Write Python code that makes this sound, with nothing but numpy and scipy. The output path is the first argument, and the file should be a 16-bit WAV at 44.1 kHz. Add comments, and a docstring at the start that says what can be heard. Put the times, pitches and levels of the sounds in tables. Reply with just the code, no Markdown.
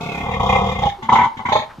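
"""Farm shed, stereo microphone near a big pig held down: a long rattling growl tips into a yelp, then two squeals.
Its throat flaps some 30 times a second. Each flap thumps the chest and drives a burst of air
through the resonances of throat and snout; the squeals add a falling tone within each flap.
Between and after the cries come short grunts, a faint narrow hum, then soft thumps and a scuff, each a
swell of noise. The shed gives a dull diffuse tail, and steady noise of the farmyard lies beneath."""
import sys
import numpy as np
from scipy import signal
from scipy.fft import rfft, irfft
from scipy.io import wavfile
from scipy.ndimage import uniform_filter1d

SR = 44100
rng = np.random.default_rng(int(sys.argv[2]) if len(sys.argv) > 2 else 0)


def wav_out(sig):
    """Save sig, one row per channel (or a flat mono array), as 16-bit PCM at SR to the path in sys.argv[1]."""
    wavfile.write(sys.argv[1], SR, np.round(np.clip(np.atleast_2d(sig).T, -1, 1) * 32767).astype(np.int16))


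N = 79380
SIZE = 2 ** 17   # transform length, samples
HZ = np.maximum(np.arange(SIZE // 2 + 1) * SR / SIZE, 1)
T = np.arange(N) / SR


def from_db(db):
    """Decibels to gain."""
    return 10 ** (np.asarray(db) / 20)


def unit(x):
    """Scale to a mean energy of one per channel, summed over time."""
    return x / np.sqrt(np.mean(np.sum(x ** 2, axis=-1)) + 1e-20)


def through(x, response):
    """Pass x through an impulse response."""
    return irfft(rfft(x, SIZE) * rfft(response, SIZE))[..., :N]


def band(x, low_hz, high_hz, order=2):
    """Butterworth band-pass."""
    return signal.sosfilt(signal.butter(order, [low_hz, high_hz], "band", fs=SR, output="sos"), x)


def add(out, s, sound):
    """Mix a sound in at a time in seconds."""
    start = max(int(s * SR), 0)
    out[:, start:start + sound.shape[1]] += sound


def burst(rise_s, decay_s, steepness=1.37, size=4096):
    """Envelope of one puff of air; a steep one holds and then stops short."""
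    t = T[:size]
    return unit((1 - np.exp(-t / rise_s)) * np.exp(-(t / decay_s) ** steepness))


def rattle(shape):
    """A short, dense, colourless crackle, the part of a flap that repeats."""
    x = shape * rng.standard_normal(len(shape))
    for _ in range(12):
        # flatten the spectrum, then bring the envelope back
        spectrum = rfft(x)
        x = irfft(spectrum / (abs(spectrum) + 1e-12))
        local_power = abs(uniform_filter1d(x * x, size=200))
        x = x * shape / np.sqrt(local_power + 1e-12)
    return unit(x)


def tract(voice, low, high, shift=0, size=4096):
    """Stereo impulse response of the steep resonances between two frequencies, all shifted by some percent."""
    out = np.zeros((2, size))
    # the faint cosine keeps the filters off vanishingly small numbers
    click = signal.unit_impulse(size) + 1e-18 * np.cos(np.arange(size))
    for hz, width, db, pan_db in voice:
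        if low <= hz < high:
            r = np.exp(-np.pi * width / SR)
            w = 2 * np.pi * hz * (1 + shift / 100) / SR
            b = np.array([1, 0, -1]) * (1 - r * r) / 2
            a = [1, -2 * r * np.cos(w), r * r]
            ring = signal.lfilter(b, a, signal.lfilter(b, a, click))
            ear_gains = from_db([[db + pan_db / 2], [db - pan_db / 2]])
            out = -out + ear_gains * ring   # signs alternate down the list
    return unit(out)


WANDER_PERCENT = 1.0   # standard deviation of the detuning, drawn per flap and band


def mouth_at(mouth, s, low, high):
    """Response of the mouth at one flap: a blend of the shapes before and after, slightly detuned."""
    times, voices = zip(*mouth)
    shares = [np.interp(s, times, row) for row in np.eye(len(times))]
    shift = WANDER_PERCENT * rng.standard_normal()
    return sum(share * tract(voice, low, high, shift) for share, voice in zip(shares, voices) if share > 0)


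def shrill(whistle, s, shape):
    """The tone within one flap, its pitch sagging steadily as the flap goes on."""
    times, *columns = np.transpose(whistle)
    hz, sag, db = [np.interp(s, times, c) for c in columns]
    t = T[:len(shape)]
    cycles = hz * t - sag * t * t / 2 + rng.random()
    return from_db(db) * unit(shape * np.sin(2 * np.pi * cycles))


def flaps(rate, levels):
    """One row per flap: its time from the flap rate, its strengths from the level curves."""
    s, per_s = np.transpose(rate)
    t = T[(T >= s[0]) & (T < s[-1])]
    turns = np.floor(np.cumsum(np.interp(t, s, per_s)) / SR)
    times = t[np.diff(turns, prepend=-1) > 0]
    s, *columns = np.transpose(levels)
    return np.transpose([times] + [np.interp(times, s, c) for c in columns])


# edges of the throat, snout and rasp bands: f/Hz; the chest lies below the first
BAND_EDGES_HZ = 330, 1460, 2950, 20000
# sound that differs between the ears, against the shared sound: level/dB for throat, snout, rasp
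SCATTER_DB = [-11.5, -2.5, -2]
AIR_ATTACK_S, RISE_S, SNOUT_AIR_S = 0.0042, 0.0021, .021
BUILD_UP_S, CHEST_LAG_S, HISS_LAG_S = 0.004, 0.0075, 0.0031
CHEST_ROUGH = 0.74   # amount of noise beside the click in the chest thump
FLAP_S = 1 / 32   # flap spacing at which the level columns are meant


def cry(rows, mouth, rattle_s, steepness, air_s, rough, rasp_rough, lead_s, whistle=(), size=4096):
    """Each flap drives chest thump, rattle, fresh noise and any tone through resonances; left ear leads."""
    out = np.zeros((2, N + 4 * size))
    shape = burst(RISE_S, rattle_s, steepness)
    air = burst(AIR_ATTACK_S, air_s, steepness)
    puffs = air, burst(AIR_ATTACK_S, SNOUT_AIR_S), burst(AIR_ATTACK_S, decay_s=0.033)
    noise_shares = rough, rasp_rough, rasp_rough   # of the energy, in throat, snout, rasp
    rattles = [np.array([rattle(shape), rattle(shape)]) for _ in noise_shares]
    for s, chest_db, *levels in rows:
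        start = max(s - BUILD_UP_S, 0)
        push = signal.unit_impulse(size) + CHEST_ROUGH * air * rng.standard_normal(size)
        chest = mouth_at(mouth, s, 0, BAND_EDGES_HZ[0])
        thump = unit(signal.fftconvolve([push], chest, axes=1))
        add(out, start + CHEST_LAG_S, from_db(chest_db) * thump)
        for k in range(3):   # throat, snout, rasp
            fresh = puffs[k] * rng.standard_normal((2, size))
            share = noise_shares[k]
            mid, side = np.sqrt(1 - share) * rattles[k] + np.sqrt(share) * fresh
            if k == 0 and len(whistle):
                mid = mid + shrill(whistle, s, shape)
            drive = mid + from_db(SCATTER_DB[k]) * side * [[1], [-1]]
            resonances = mouth_at(mouth, s, BAND_EDGES_HZ[k], BAND_EDGES_HZ[k + 1])
            voiced = unit(signal.fftconvolve(drive, resonances, axes=1))
            add(out, start + k * HISS_LAG_S, from_db(levels[k]) * voiced)
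    left, right = out[:, :N] * np.sqrt(SR * FLAP_S)
    samples = np.arange(N)
    return np.array([left, np.interp(samples - np.round(lead_s * SR), samples, right)])


# flap rate of the growl: t/s, flaps per s
GROWL_RATE = [(0.0, 35.6), (0.18, 34.2), (0.23, 37.4), (0.345, 38.8), (0.375, 27.7), (0.41, 32.0),
              (0.565, 32.2), (0.605, 39.5), (0.695, 38.4), (0.725, 25.2), (0.77, 30.5), (0.895, 29.5)]
# strength of its flaps: t/s, then level/dB of chest, throat, snout, rasp
GROWL_LEVELS = [(0, -32, -30.5, -39.5, -40), (0.085, -32.5, -30, -31.5, -42), (0.2, -29.5, -30.5, -31, -41),
                (0.28, -27, -24.5, -37.5, -42), (0.332, -28.5, -25, -26.5, -36.5),
                (0.36, -26.5, -25.5, -43, -42), (0.394, -21.5, -19, -33.5, -33.5),
                (0.456, -25, -19.5, -38, -31.5), (0.488, -20.5, -15.5, -22.5, -29),
                (0.55, -24.5, -14.5, -22, -32), (0.607, -23.5, -20, -39.5, -37),
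                (0.683, -26, -22.5, -32.5, -33), (0.747, -26.5, -27.5, -30, -39),
                (0.814, -25.5, -23.5, -35, -32.5), (0.848, -21.5, -21.5, -37.5, -30.5),
                (0.882, -36, -47, -41, -36)]
# resonances, relative within a band: f/Hz, width/Hz of each of two passes, level/dB, left-right/dB
GROWL_CHEST = [(66, 53.4, 5.5, 0.5), (135, 43.6, -1, 0.5), (195.8, 42, 4, 0)]
# chest, throat and snout with the mouth open: same columns
GROWL_VOICE = GROWL_CHEST + [(400, 36, -9, -13), (471, 48, -1.5, 10.5), (520.4, 53, 0.0, -5),
               (701, 52.4, 0, 4.5), (779, 70, 4.5, -2), (880, 90, -4, 2.5), (989, 51, 1.0, 2.5),
               (1098, 107, 1, 2), (1268, 47, -8.5, 3), (1395, 61, -20, -3), (1857, 96, -12.5, 5.5),
               (2091, 76, 1.5, 2.5), (2435, 69, -3, -2.5), (2713, 100, -14.5, 6.5), (2980, 68, -9, -11.5),
               (3288, 164, -1.0, 1.5), (3628, 180, -4.0, 2.5), (4810, 2200, -26, 0.5),
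               (6640, 1550, -26, -0.5), (12000, 3800, -39, -2)]
# the mouth still closed: same columns
CLOSED_VOICE = [(151, 124, 3, 1), (433, 177, -1.5, 0), (709.6, 32.5, 5, -0.5), (801, 29, -2, -1),
                (903, 98, -1.5, 2), (1147, 77, -4.5, 0.5), (1405, 124, -7.5, 0.5), (2157, 165, -6.5, 2.5),
                (2548, 153, -3, -4.5), (3460, 950, -14, 1.5), (5700, 3200, -29, -1), (12500, 3700, -41, -7)]
# the mouth opens smoothly: t/s, resonances
GROWL_MOUTH = [(0.069, CLOSED_VOICE), (.29, GROWL_VOICE)]


def growl():
    """Long rattle of the throat flaps while the mouth opens."""
    return cry(flaps(GROWL_RATE, GROWL_LEVELS), GROWL_MOUTH, rattle_s=.019, steepness=1.8, air_s=0.025,
               rough=.33, rasp_rough=0.79, lead_s=0.00013)


ROOM_T60_S, ROOM_DB = 0.34, -9.5   # decay time; tail level ahead of its band filter
ROOM_LOW_HZ, ROOM_HIGH_HZ = 346, 2770


def shed(x):
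    """Dull diffuse tail: decaying noise, partly shared by both ears, with a short build-up."""
    noise = rng.standard_normal((2, N)) + 0.71 * rng.standard_normal(N)
    tail = unit(noise * from_db(-60 * T / ROOM_T60_S) * np.clip(T / 0.0059, 0, 1))
    return from_db(ROOM_DB) * through(x.mean(axis=0), band(tail, ROOM_LOW_HZ, ROOM_HIGH_HZ, order=1))


# spectrum of the yard, relative: f/Hz, level/dB per Hz
FLOOR = [(30, -1.5), (110, -4.5), (250, -9.5), (600, -10.5), (1000, -3), (2000, -21.5), (4000, -21.5),
         (8000, -35.5), (15000, -40.5)]
FLOOR_DB = -44.5   # overall level


def yard():
    """Steady background of the farmyard: coloured noise, mostly shared by both ears."""
    hz, db = np.transpose(FLOOR)
    noise = .5 * rng.standard_normal((2, SIZE)) + rng.standard_normal(SIZE)
    colour = from_db(np.interp(np.log(HZ), np.log(hz), db))
    return from_db(FLOOR_DB) * np.sqrt(N) * unit(irfft(rfft(noise) * colour)[:, :N])


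# flap rate of the yelp: t/s, flaps per s
YELP_RATE = [(.833, 30), (.87, 30), (.9, 42), (.96, 36)]
# strength of its flaps: t/s, then level/dB of chest, throat, snout, rasp
YELP_LEVELS = [(.832, -58, -18, -37.5, -33.5), (0.868, -35.5, -16.5, -43.5, -40),
               (0.896, -53, -34.5, -39, -41), (.925, -53, -37, -47, -61), (0.951, -51.5, -40, -52.5, -60)]
# its resonances: f/Hz, width/Hz of each pass, level/dB, left-right/dB
YELP_VOICE = GROWL_CHEST + [(803.0, 65, 3, 0.006), (387, 26, -21.0, 0.007), (642, 56, -10.5, 0.0011),
              (1793, 270, -24, 0.01), (2190, 140, -20.5, 0.0019), (3450, 550, -20, 0.001)]


def yelp():
    """Short flaps, nearly all repeating rattle in the throat, that close the growl."""
    return cry(flaps(YELP_RATE, YELP_LEVELS), [(0, YELP_VOICE)], rattle_s=0.0043, steepness=1.4, air_s=0.036,
               rough=.03, rasp_rough=0.33, lead_s=.00012)


# faint narrow hum near 370 Hz, low part of a grunt near 230 Hz, then thumps and a scuff:
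# t/s, level/dB, low f/Hz, high f/Hz, attack/s, decay/s
SWELLS = [(0.974, -38, 356, 390, .02, 0.031), (1.033, -31, 215, 251, 0.02, 0.027),
          (1.368, -31.5, 46, 193, 0.0034, 0.0053), (1.682, -38, 1120, 1810, 0.029, 0.012),
          (1.774, -30, 103, 213, 0.01, 0.033)]


def hum_thumps_and_scuff():
    """A faint hum, the low part of a grunt, soft thumps and a scuff: swells of noise in one band each."""
    out = np.zeros(N)
    for s, db, low_hz, high_hz, attack_s, decay_s in SWELLS:
        attack = np.clip((T - s) / attack_s, 0, 1)
        decay = np.exp(-np.maximum(T - s - attack_s, 0) / decay_s)
        noise = unit(band(rng.standard_normal(N), low_hz, high_hz)) * np.sqrt(N)
        out += from_db(db) * attack * decay * noise
    return out


# single grunts: t/s, then level/dB of chest, throat, snout, rasp
GRUNTS = [(1.021, -36.5, -31.5, -38.5, -41), (1.046, -45.5, -37.5, -42, -51.5),
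          (1.366, -37.5, -45.5, -40, -43), (1.389, -37.5, -27.5, -38, -49.5)]
# chest resonances, grunts and squeals: f/Hz, width/Hz of each pass, level/dB, left-right/dB
SQUEAL_CHEST = [(90, 104, 1.5, 0), (161, 52, -7, 0), (221.6, 52, 5, 0)]
# chest, throat and snout of the grunts and first squeal: same columns
SQUEAL_VOICE = SQUEAL_CHEST + [(450, 430, -18, 1), (790, 55, 0.5, -4.0), (884.5, 47.5, 3.5, 4),
                (993, 68, 2.5, 0), (1111, 64, -1.5, 8.5), (1305, 102, -10, 2.5), (1480, 90, -9, -4),
                (1757, 272, -19, 1), (2061, 140, -4.5, 1.0), (2262, 180, -12.5, -5),
                (2650, 170, -25.5, -0.5), (3053, 410, -15, 2.5), (3470, 170, -21, -3),
                (3730, 280, -20.0, 0.0), (4600, 4700, -41, -2.5), (6720, 1500, -32.5, -1.5),
                (11800, 2500, -49.5, -2.5)]
# the mouth holds one shape: t/s, resonances
SQUEAL_MOUTH = [(0, SQUEAL_VOICE)]


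def grunts():
    """Single flaps of the throat, through the mouth shape of the first squeal."""
    return cry(GRUNTS, SQUEAL_MOUTH, rattle_s=0.026, steepness=0.85, air_s=0.014,
               rough=0.57, rasp_rough=1.0, lead_s=0.00016)


# flap rate of the first squeal: t/s, flaps per s
SQUEAL_RATE = [(1.087, 31), (1.17, 31.5), (1.2, 42), (1.27, 43)]
# strength of its flaps: t/s, then level/dB of chest, throat, snout, rasp
SQUEAL_LEVELS = [(1.087, -27.5, -13, -26.5, -35), (1.12, -22, -8.5, -33, -27.5),
                 (1.154, -29, -12, -19, -32), (1.189, -26, -11, -24, -38.5),
                 (1.232, -34, -16, -25.5, -35.5), (1.255, -33.5, -19, -45, -47.5)]
# its tone: t/s, f/Hz at the flap's start, sag in Hz per s, level/dB against the throat's drive
SQUEAL_WHISTLE = [(1.09, 1025, 9700, -16), (1.122, 1057, 12500, -19.5), (1.155, 1038, 10950, -28),
                  (1.19, 1020, 5380, -16.5), (1.25, 1004, 2960, -14.5)]


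def first_squeal():
    """Hoarse squeal: steep flaps with a sagging tone in the throat, all fresh noise above it."""
    return cry(flaps(SQUEAL_RATE, SQUEAL_LEVELS), SQUEAL_MOUTH, rattle_s=0.026, steepness=3.3, air_s=0.021,
               rough=.22, rasp_rough=1.0, lead_s=.00005, whistle=SQUEAL_WHISTLE)


# flap rate of the last squeal: t/s, flaps per s
LAST_RATE = [(1.451, 29.7), (1.635, 30)]
# strength of its flaps: t/s, then level/dB of chest, throat, snout, rasp
LAST_LEVELS = [(1.451, -31.5, -22.5, -26.5, -39), (1.486, -28.5, -20.5, -30, -35.5),
               (1.518, -32.5, -14, -26.5, -24.5), (1.554, -31, -13, -29, -27),
               (1.586, -40.5, -31.5, -33.5, -32), (1.619, -54, -29, -36, -44.5)]
# its resonances: f/Hz, width/Hz of each pass, level/dB, left-right/dB
LAST_VOICE = SQUEAL_CHEST + [(440, 134, -15.5, 1.5), (552, 87, -14, -4), (625.5, 50, -3.5, -3),
              (822, 96, -5, 3.0), (905, 40.4, -5, -4.5), (1020, 90, -3.5, -3), (1120, 70, -19.5, -1),
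              (1297, 60, -16.5, 1), (1840, 350, -13.5, 5.0), (2206, 230, -12.5, -4), (2520, 340, -18, 6),
              (3185, 92, -20, -1.5), (3540, 260, -17, 2.5), (4040, 750, -25.5, -2.0), (6510, 830, -36.5, 0),
              (11550, 970, -53, -4)]
# the mouth passes from the first squeal's shape to this one: t/s, resonances
LAST_MOUTH = [(1.487, SQUEAL_VOICE), (1.522, LAST_VOICE)]
# its tone: t/s, f/Hz at the flap's start, sag in Hz per s, level/dB against the throat's drive
LAST_WHISTLE = [(1.452, 994, 2000, -14), (1.487, 1077, 1500, -27.5), (1.52, 942, 6640, -20),
                (1.555, 926, 6400, -15), (1.6, 880, 3000, -20)]


def last_squeal():
    """Second hoarse squeal: a sagging tone in each flap while the mouth changes shape."""
    return cry(flaps(LAST_RATE, LAST_LEVELS), LAST_MOUTH, rattle_s=0.016, steepness=2.4, air_s=0.047,
               rough=.22, rasp_rough=0.93, lead_s=.00014, whistle=LAST_WHISTLE)


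def scene():
    """Pig, hum, thumps and scuff near the microphone, the shed around them, over the yard."""
    pig = growl() + yelp() + grunts() + first_squeal() + last_squeal()
    near = pig + hum_thumps_and_scuff()
    return near + shed(near) + yard()


CUTOFF_HZ = 15100


def record(dry):
    """At the microphone: the highest peaks are rounded, the top is cut."""
    rounded = dry / (1 + dry ** 6) ** (1 / 6)
    # the stop band, 70 dB down, begins 600 Hz above the cutoff
    top_cut = signal.cheby2(16, 70, CUTOFF_HZ + 600, fs=SR, output="sos")
    return signal.sosfilt(top_cut, rounded)


dry = scene()
out = record(dry)
wav_out(out)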